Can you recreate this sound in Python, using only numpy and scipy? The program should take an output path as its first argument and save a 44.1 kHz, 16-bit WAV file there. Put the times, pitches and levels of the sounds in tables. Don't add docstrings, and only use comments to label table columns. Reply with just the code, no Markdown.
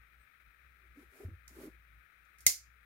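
import sys
import numpy as np
from scipy import signal
from scipy.fft import rfft, irfft
from scipy.io import wavfile
from scipy.ndimage import uniform_filter1d

SR = 44100
rng = np.random.default_rng(int(sys.argv[2]) if len(sys.argv) > 2 else 0)


def dump(signal):
    limited = np.clip(np.atleast_2d(signal).T, -1, 1)
    pcm = np.round(limited * 32767).astype(np.int16)
    wavfile.write(sys.argv[1], SR, pcm)


N = 125685


def amp(db):
    return 10 ** (np.asarray(db) / 20)


def evened(x):
    return x / np.sqrt(np.mean(x ** 2, axis=-1, keepdims=True) + 1e-20)


def read(points, hz):
    f, *cols = np.transpose(points)
    return np.array([np.interp(np.log(hz + 1), np.log(f + 1), c) for c in cols])


def level(rows, column=1):
    rows = np.array(rows)
    return amp(np.interp(np.arange(N) / SR, rows[:, 0], rows[:, column], left=-200, right=-200))


def add(mix, s, sound):
    part = mix[..., round(s * SR):][..., :sound.shape[-1]]
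    part += sound[..., :part.shape[-1]]


def colour(x, points):
    gain = amp(read(points, np.fft.rfftfreq(x.shape[-1], 1 / SR)))
    return irfft(rfft(x) * gain, x.shape[-1])


def resonate(x, hz, width):
    turn = np.exp(2j * np.pi * np.cumsum(hz * np.ones(len(x))) / SR)
    r = np.exp(-np.pi * width / SR)
    return 2 * (turn * signal.lfilter([1 - r], [1, -r], x / turn)).real


def resonate_twice(x, hz, width):
    return evened(resonate(resonate(x, hz, width), hz, width))


# (time [s], starting level of the crack [dB], drive of the ring [dB])
STEEL_BLOWS = [(1.479, -51, -44.5), (1.4812, -47.5, -47), (1.4838, -59, -63), (2.252, -71, -64),
               (2.3859, -54.5, -52.5), (2.394, -62.5, -60), (2.4062, -46.5, -56.5), (2.4105, -60.5, -51.5),
               (2.4655, -8, -1.5), (2.4667, -10, -10), (2.4690, -13.5, -13), (2.4778, -24, -23.5)]
# (frequency [Hz], relative level [dB], decay time t60 [s])
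KNIFE_MODES = [(320, -34.5, 0.027), (545, -27, 0.048), (732, -26, 0.058), (1064, -29.5, 0.063),
               (1970, -25.5, 0.027), (2091, -14, .04), (2195, -18, .025), (3767, -15.5, 0.0077),
               (4630, -14.5, .006), (5880, 2.5, .006), (7110, -1, 0.011), (8930, -5, 0.018),
               (13700, -4, 0.0091), (15380, -9, 0.0045)]
# (frequency [Hz], relative level [dB])
CRACK_SPECTRUM = [(300, -18), (1400, -22), (2200, -7.5), (3200, -13.5), (5000, -3.5), (6500, 2.5),
                  (7900, -1), (9200, -3), (13000, -3.5), (16000, -8.5)]
CONTACT_S, CRACK_T60_S = .0002, 0.0078
GRIT_SAME = .6
RING_SEND_DB = -8
CRACK_ECHO_DB = 13


def knife():
    t, direct, feeds = np.arange(4000) / SR, np.zeros((2, N)), np.zeros((3, N))
    grits = evened(colour(rng.standard_normal((len(STEEL_BLOWS), 2, 4000)), CRACK_SPECTRUM))
    grits = np.array([[1, 0], [GRIT_SAME, np.sqrt(1 - GRIT_SAME ** 2)]]) @ grits
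    click = colour(np.eye(1, 200, 20)[0], CRACK_SPECTRUM)[0]
    click = click / np.linalg.norm(click)
    contact = 1 - np.exp(-t / CONTACT_S)
    for k, (s, crack_db, ring_db) in enumerate(STEEL_BLOWS):
        ring = np.zeros(len(t))
        for hz, mode_db, t60 in KNIFE_MODES:
            ring += amp(mode_db - 60 * t / t60) * np.sin(2 * np.pi * (hz * t + rng.random()))
        ring *= .5 * amp(ring_db) * contact
        crack = amp(crack_db - 60 * t / CRACK_T60_S) * grits[k] * contact
        add(direct, s, ring + crack)
        add(feeds[k % 3], s, amp(RING_SEND_DB) * ring)
        add(feeds[k % 3], s, amp(crack_db + CRACK_ECHO_DB) * click)
    return direct, feeds


# (frequency [Hz], left gain [dB], right gain [dB])
DIRECT_COLOUR = [(300, -8, -1), (1000, -10, -11.5), (2100, 2.5, -11.5), (3300, 1, -1), (4400, 1, 3.5),
                 (6690, -7, 5), (7870, 4, 4.5), (9350, 4, 3.5), (11000, -7, 3.5), (15320, 0.5, 0.5)]
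RIGHT_LAG_S = .00007


def direct_path(steel):
    lag = np.exp(-2j * np.pi * np.fft.rfftfreq(N, 1 / SR) * RIGHT_LAG_S)
    late = irfft(rfft(steel[1]) * lag, N)
    return colour(np.array([steel[0], late]), DIRECT_COLOUR)


# (time [s], envelope peak level [dB], frequency [Hz], time to the envelope peak [s])
CASE_THUMPS = [(1.2485, -35, 86, 0.0093), (1.279, -44.5, 70, 0.0087), (1.313, -42, 87.7, 0.0115)]
# (time [s], envelope peak level [dB], frequency [Hz], time to the envelope peak [s])
FOAM_CATCHES = [(.972, -50, 288, 0.0087), (1.2008, -46.5, 380.5, 0.0036), (1.203, -61, 767, 0.0034),
                (1.228, -51, 404, 0.0054), (1.28, -53, 246, .004), (1.587, -52.5, 356, 0.0035),
                (1.601, -52.5, 296, 0.0092), (1.654, -45.5, 320, 0.0035), (1.673, -44.5, 304, 0.0039)]
PUSH_S, PUSH_HZ, PUSH_SWELL_S, PUSH_DB = 2.4655, 72, 0.003, [-52, -33]


def thumps():
    out = np.zeros((2, N))
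    for s, db, hz, swell in CASE_THUMPS + FOAM_CATCHES:
        add(out, s, bump(db, hz, swell))
    add(out, PUSH_S, bump(np.c_[PUSH_DB], PUSH_HZ, PUSH_SWELL_S))
    return out


def bump(db, hz, swell):
    t = np.arange(8000) / SR
    return amp(db) * np.sin(2 * np.pi * hz * t) * t / swell * np.exp(1 - t / swell)


# (time [s], level of the low creak [dB], level of the hiss before pickup [dB], pitch of the creak [Hz])
FOAM_STROKES = [
    [(0.76, -96, -94, 335), (0.774, -100, -86, 363), (0.784, -93, -96, 396), (0.804, -81, -96, 383),
     (0.866, -80, -95, 330), (0.904, -88, -94, 314), (0.944, -82, -87, 305), (0.978, -61.5, -72.5, 313),
     (1.024, -64.5, -69, 335), (1.078, -81, -84, 325), (1.1, -84, -79, 376)],
    [(1.1, -90, -76.5, 363), (1.158, -63, -66, 387), (1.184, -70, -63.5, 400), (1.202, -60, -65, 395),
     (1.24, -54.5, -65, 390), (1.27, -67, -74, 326), (1.286, -63.5, -75.5, 304), (1.36, -77.5, -106, 310)],
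    [(1.49, -101, -64, 354), (1.512, -65, -70, 316), (1.564, -63.5, -62.5, 358), (1.584, -52.5, -63, 320),
     (1.622, -52.5, -58, 363), (1.664, -54, -59.5, 332), (1.686, -54.5, -68.5, 321),
     (1.704, -70.5, -73, 320), (1.76, -84, -87, 328)],
]
# (multiple of the creak pitch, width [Hz], relative level [dB])
FOAM_RESONANCES = [(0.752, 102, -3.5), (1.05, 112, 2), (1.45, 139, -9), (2.201, 260, -18), (3, 306, -20)]
SLIPS_PER_S, SLIP_SPREAD_DB = 1100, 2.5
CREAK_SIDE_DB = -13


def foam_creak():
    happens = rng.random((2, N)) < SLIPS_PER_S / SR
    strength = amp(SLIP_SPREAD_DB * rng.exponential(1, (2, N)))
    slips = rng.standard_normal((2, N)) * strength * happens
    rows = np.concatenate(FOAM_STROKES)
    pitch = np.interp(np.arange(N) / SR, rows[:, 0], rows[:, 3])

    def voice(x):
        return evened(sum(amp(db) * resonate_twice(x, k * pitch, w) for k, w, db in FOAM_RESONANCES))

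    mid, side = voice(slips[0]), voice(slips[1])
    creak = mid + amp(CREAK_SIDE_DB) * side * np.c_[[1, -1]]
    return creak * sum(level(stroke) for stroke in FOAM_STROKES)


# (frequency [Hz], relative level [dB])
RUB_SPECTRUM = [(600, 6.5), (1500, 9), (3000, -1.5), (5000, -4), (7000, 0.5), (9000, 1), (12500, 0.5),
                (16000, -2.5)]
# (time [s], level before pickup [dB])
PIVOT_SWING = [(2.383, -69), (2.392, -68), (2.402, -76), (2.41, -61), (2.425, -72), (2.445, -76),
               (2.461, -67), (2.4655, -36.5)]
# (frequency [Hz], relative gain [dB])
PIVOT_COLOUR = [(1500, -14.5), (4000, -5), (5200, -2), (6500, -8), (9300, 2.5), (11000, -2.5),
                (15500, -2.5)]


def rubbing_hiss():
    noise = evened(colour(rng.standard_normal((2, N)), RUB_SPECTRUM))
    strokes = noise * sum(level(stroke, column=2) for stroke in FOAM_STROKES)
    pivot = evened(colour(noise, PIVOT_COLOUR)) * level(PIVOT_SWING)
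    return strokes + pivot


SQUEAK_S, SQUEAK_LONG_S, SQUEAK_HZ, SQUEAK_WIDE_HZ, SQUEAK_DB = .18, 0.066, 8400, 300, -77


def squeak():
    out, u = np.zeros((2, N)), np.arange(0, 1, 1 / SR / SQUEAK_LONG_S)
    noise = rng.standard_normal((2, 4000))
    thin = np.array([resonate_twice(v, SQUEAK_HZ, SQUEAK_WIDE_HZ) for v in noise])
    add(out, SQUEAK_S, amp(SQUEAK_DB) * thin[:, :len(u)] * np.sin(np.pi * u ** 2))
    return out


# (frequency [Hz], decay time t60 [s])
ROOM_DECAY = [(300, 0.2), (1500, .2), (3000, .22), (5000, 0.24), (7000, 0.23), (8500, 0.21), (12000, 0.197),
              (16000, 0.2)]
ROOM_DB, ROOM_GAP_S = -1, .003


def room(x):
    taps = np.zeros((2, SR // 2))
    at = np.arange(0, SR // 2 - 10, 10)
    at = at + rng.integers(0, 10, (2, len(at)))
    np.put_along_axis(taps, at, rng.choice([-1., 1.], at.shape), 1)
    hz, t, z = signal.stft(taps, SR, nperseg=256)
    decay = amp(-60 * t / read(ROOM_DECAY, hz).T)
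    tail = signal.istft(z * decay, SR, nperseg=256)[1]
    tail *= 1 - np.exp(-(np.arange(tail.shape[1]) / SR / ROOM_GAP_S) ** 2)
    tail /= np.linalg.norm(tail[0])
    return amp(ROOM_DB) * signal.fftconvolve(x[None], tail, axes=1)[:, :N]


# (frequency [Hz], left gain [dB], right gain [dB])
DIFFUSE_COLOUR = [(300, -1, -1), (1010, -2, -4.5), (2170, 1.5, -0.5), (3326, 1, 0.5), (5000, 1, 5),
                  (6570, -2, -1), (7300, -2, 0.5), (8060, -1, -7), (8760, -0.5, 0.5), (9400, 0, 1),
                  (12560, -4, 5), (15500, -2.5, 2)]


def diffuse_pickup(x):
    return colour(x, DIFFUSE_COLOUR)


# (time [s], level of the tone before panning [dB])
HUM_LEVEL = [(0.0, -60), (0.1, -74), (0.21, -62.5), (0.29, -92), (0.48, -63.5), (0.55, -78.5),
             (0.67, -63.5), (0.79, -70.5), (0.92, -59.5), (0.97, -74), (1.09, -62), (1.17, -91),
             (1.27, -50), (1.41, -64.5), (1.57, -60.5), (1.65, -67), (1.75, -60.5), (1.86, -66),
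             (1.98, -60.5), (2.11, -86.5), (2.19, -70.5), (2.34, -75.5), (2.48, -58.5), (2.55, -69.5),
             (2.64, -63), (2.85, -69)]
HUM_HZ, HUM_WANDER_HZ, HUM_PAN_DB = 59.3, 3, 2
RUMBLE_DB, RUMBLE_HZ, RUMBLE_WIDE_HZ = -11, 105, 68.5


def hum():
    wander = evened(uniform_filter1d(uniform_filter1d(rng.standard_normal(N), size=4000), size=4000))
    tone = np.sqrt(2) * np.sin(2 * np.pi * np.cumsum(HUM_HZ + HUM_WANDER_HZ * wander) / SR)
    noise = rng.standard_normal((2, N))
    rough = np.array([resonate_twice(v, RUMBLE_HZ, RUMBLE_WIDE_HZ) for v in noise])
    pan = amp([[HUM_PAN_DB / 2], [-HUM_PAN_DB / 2]])
    return (tone + amp(RUMBLE_DB) * rough) * level(HUM_LEVEL) * pan


# (frequency [Hz], left density [dB per Hz], right density [dB per Hz])
MICROPHONE_HISS = [(24.83, -106, -106), (90, -104, -106), (200, -109, -112), (370, -110, -113),
                   (1025, -113, -117), (1268, -92.5, -116), (2464, -94.5, -119), (2826, -109, -119),
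                   (4080, -111, -119), (4220, -120, -121), (6300, -122, -128), (7800, -128, -131),
                   (8300, -119, -131), (10800, -119, -126), (13400, -118, -118), (14200, -114, -116),
                   (16200, -121, -120)]
FLICKER_DB, BASS_SAME_HZ = 1, 150


def microphone_hiss():
    a, b, fast = rng.standard_normal((3, N))
    same = np.exp(-np.fft.rfftfreq(N, 1 / SR) / BASS_SAME_HZ)
    right = irfft(same * rfft(a) + np.sqrt(1 - same ** 2) * rfft(b), N)
    flicker = evened(uniform_filter1d(uniform_filter1d(fast, size=300), size=300))
    left = a * amp(FLICKER_DB * flicker)
    return colour(np.array([left, right]), MICROPHONE_HISS) * np.sqrt(SR / 2)


def scene():
    steel, feeds = knife()
    diffuse = diffuse_pickup(sum(room(feed) for feed in feeds) + rubbing_hiss())
    near = direct_path(steel) + thumps() + foam_creak() + squeak()
    return near + diffuse + hum() + microphone_hiss()


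DIP_FROM_DB, DIP_BACK_DB_PER_S = -33.5, 38.5
DIP_SHARE = 0.15
CEILING, EDGE_HZ = .95, 15900


def record(dry):
    power = signal.lfilter([.005], [1, -.995], (dry ** 2).mean(0))
    power_db = 10 * np.log10(power + 1e-12)
    fall = np.arange(N) * DIP_BACK_DB_PER_S / SR
    held_db = np.maximum.accumulate(power_db + fall) - fall
    over_db = np.maximum(held_db - DIP_FROM_DB, 0)
    dipped = dry / amp(DIP_SHARE * signal.lfilter([.002], [1, -.998], over_db))
    soft = CEILING * np.tanh(dipped / CEILING)
    low_pass = signal.firwin(511, EDGE_HZ, window=("kaiser", 9), fs=SR)
    return signal.oaconvolve(soft, low_pass[None], "same")


dry = scene()
out = record(dry)
dump(out)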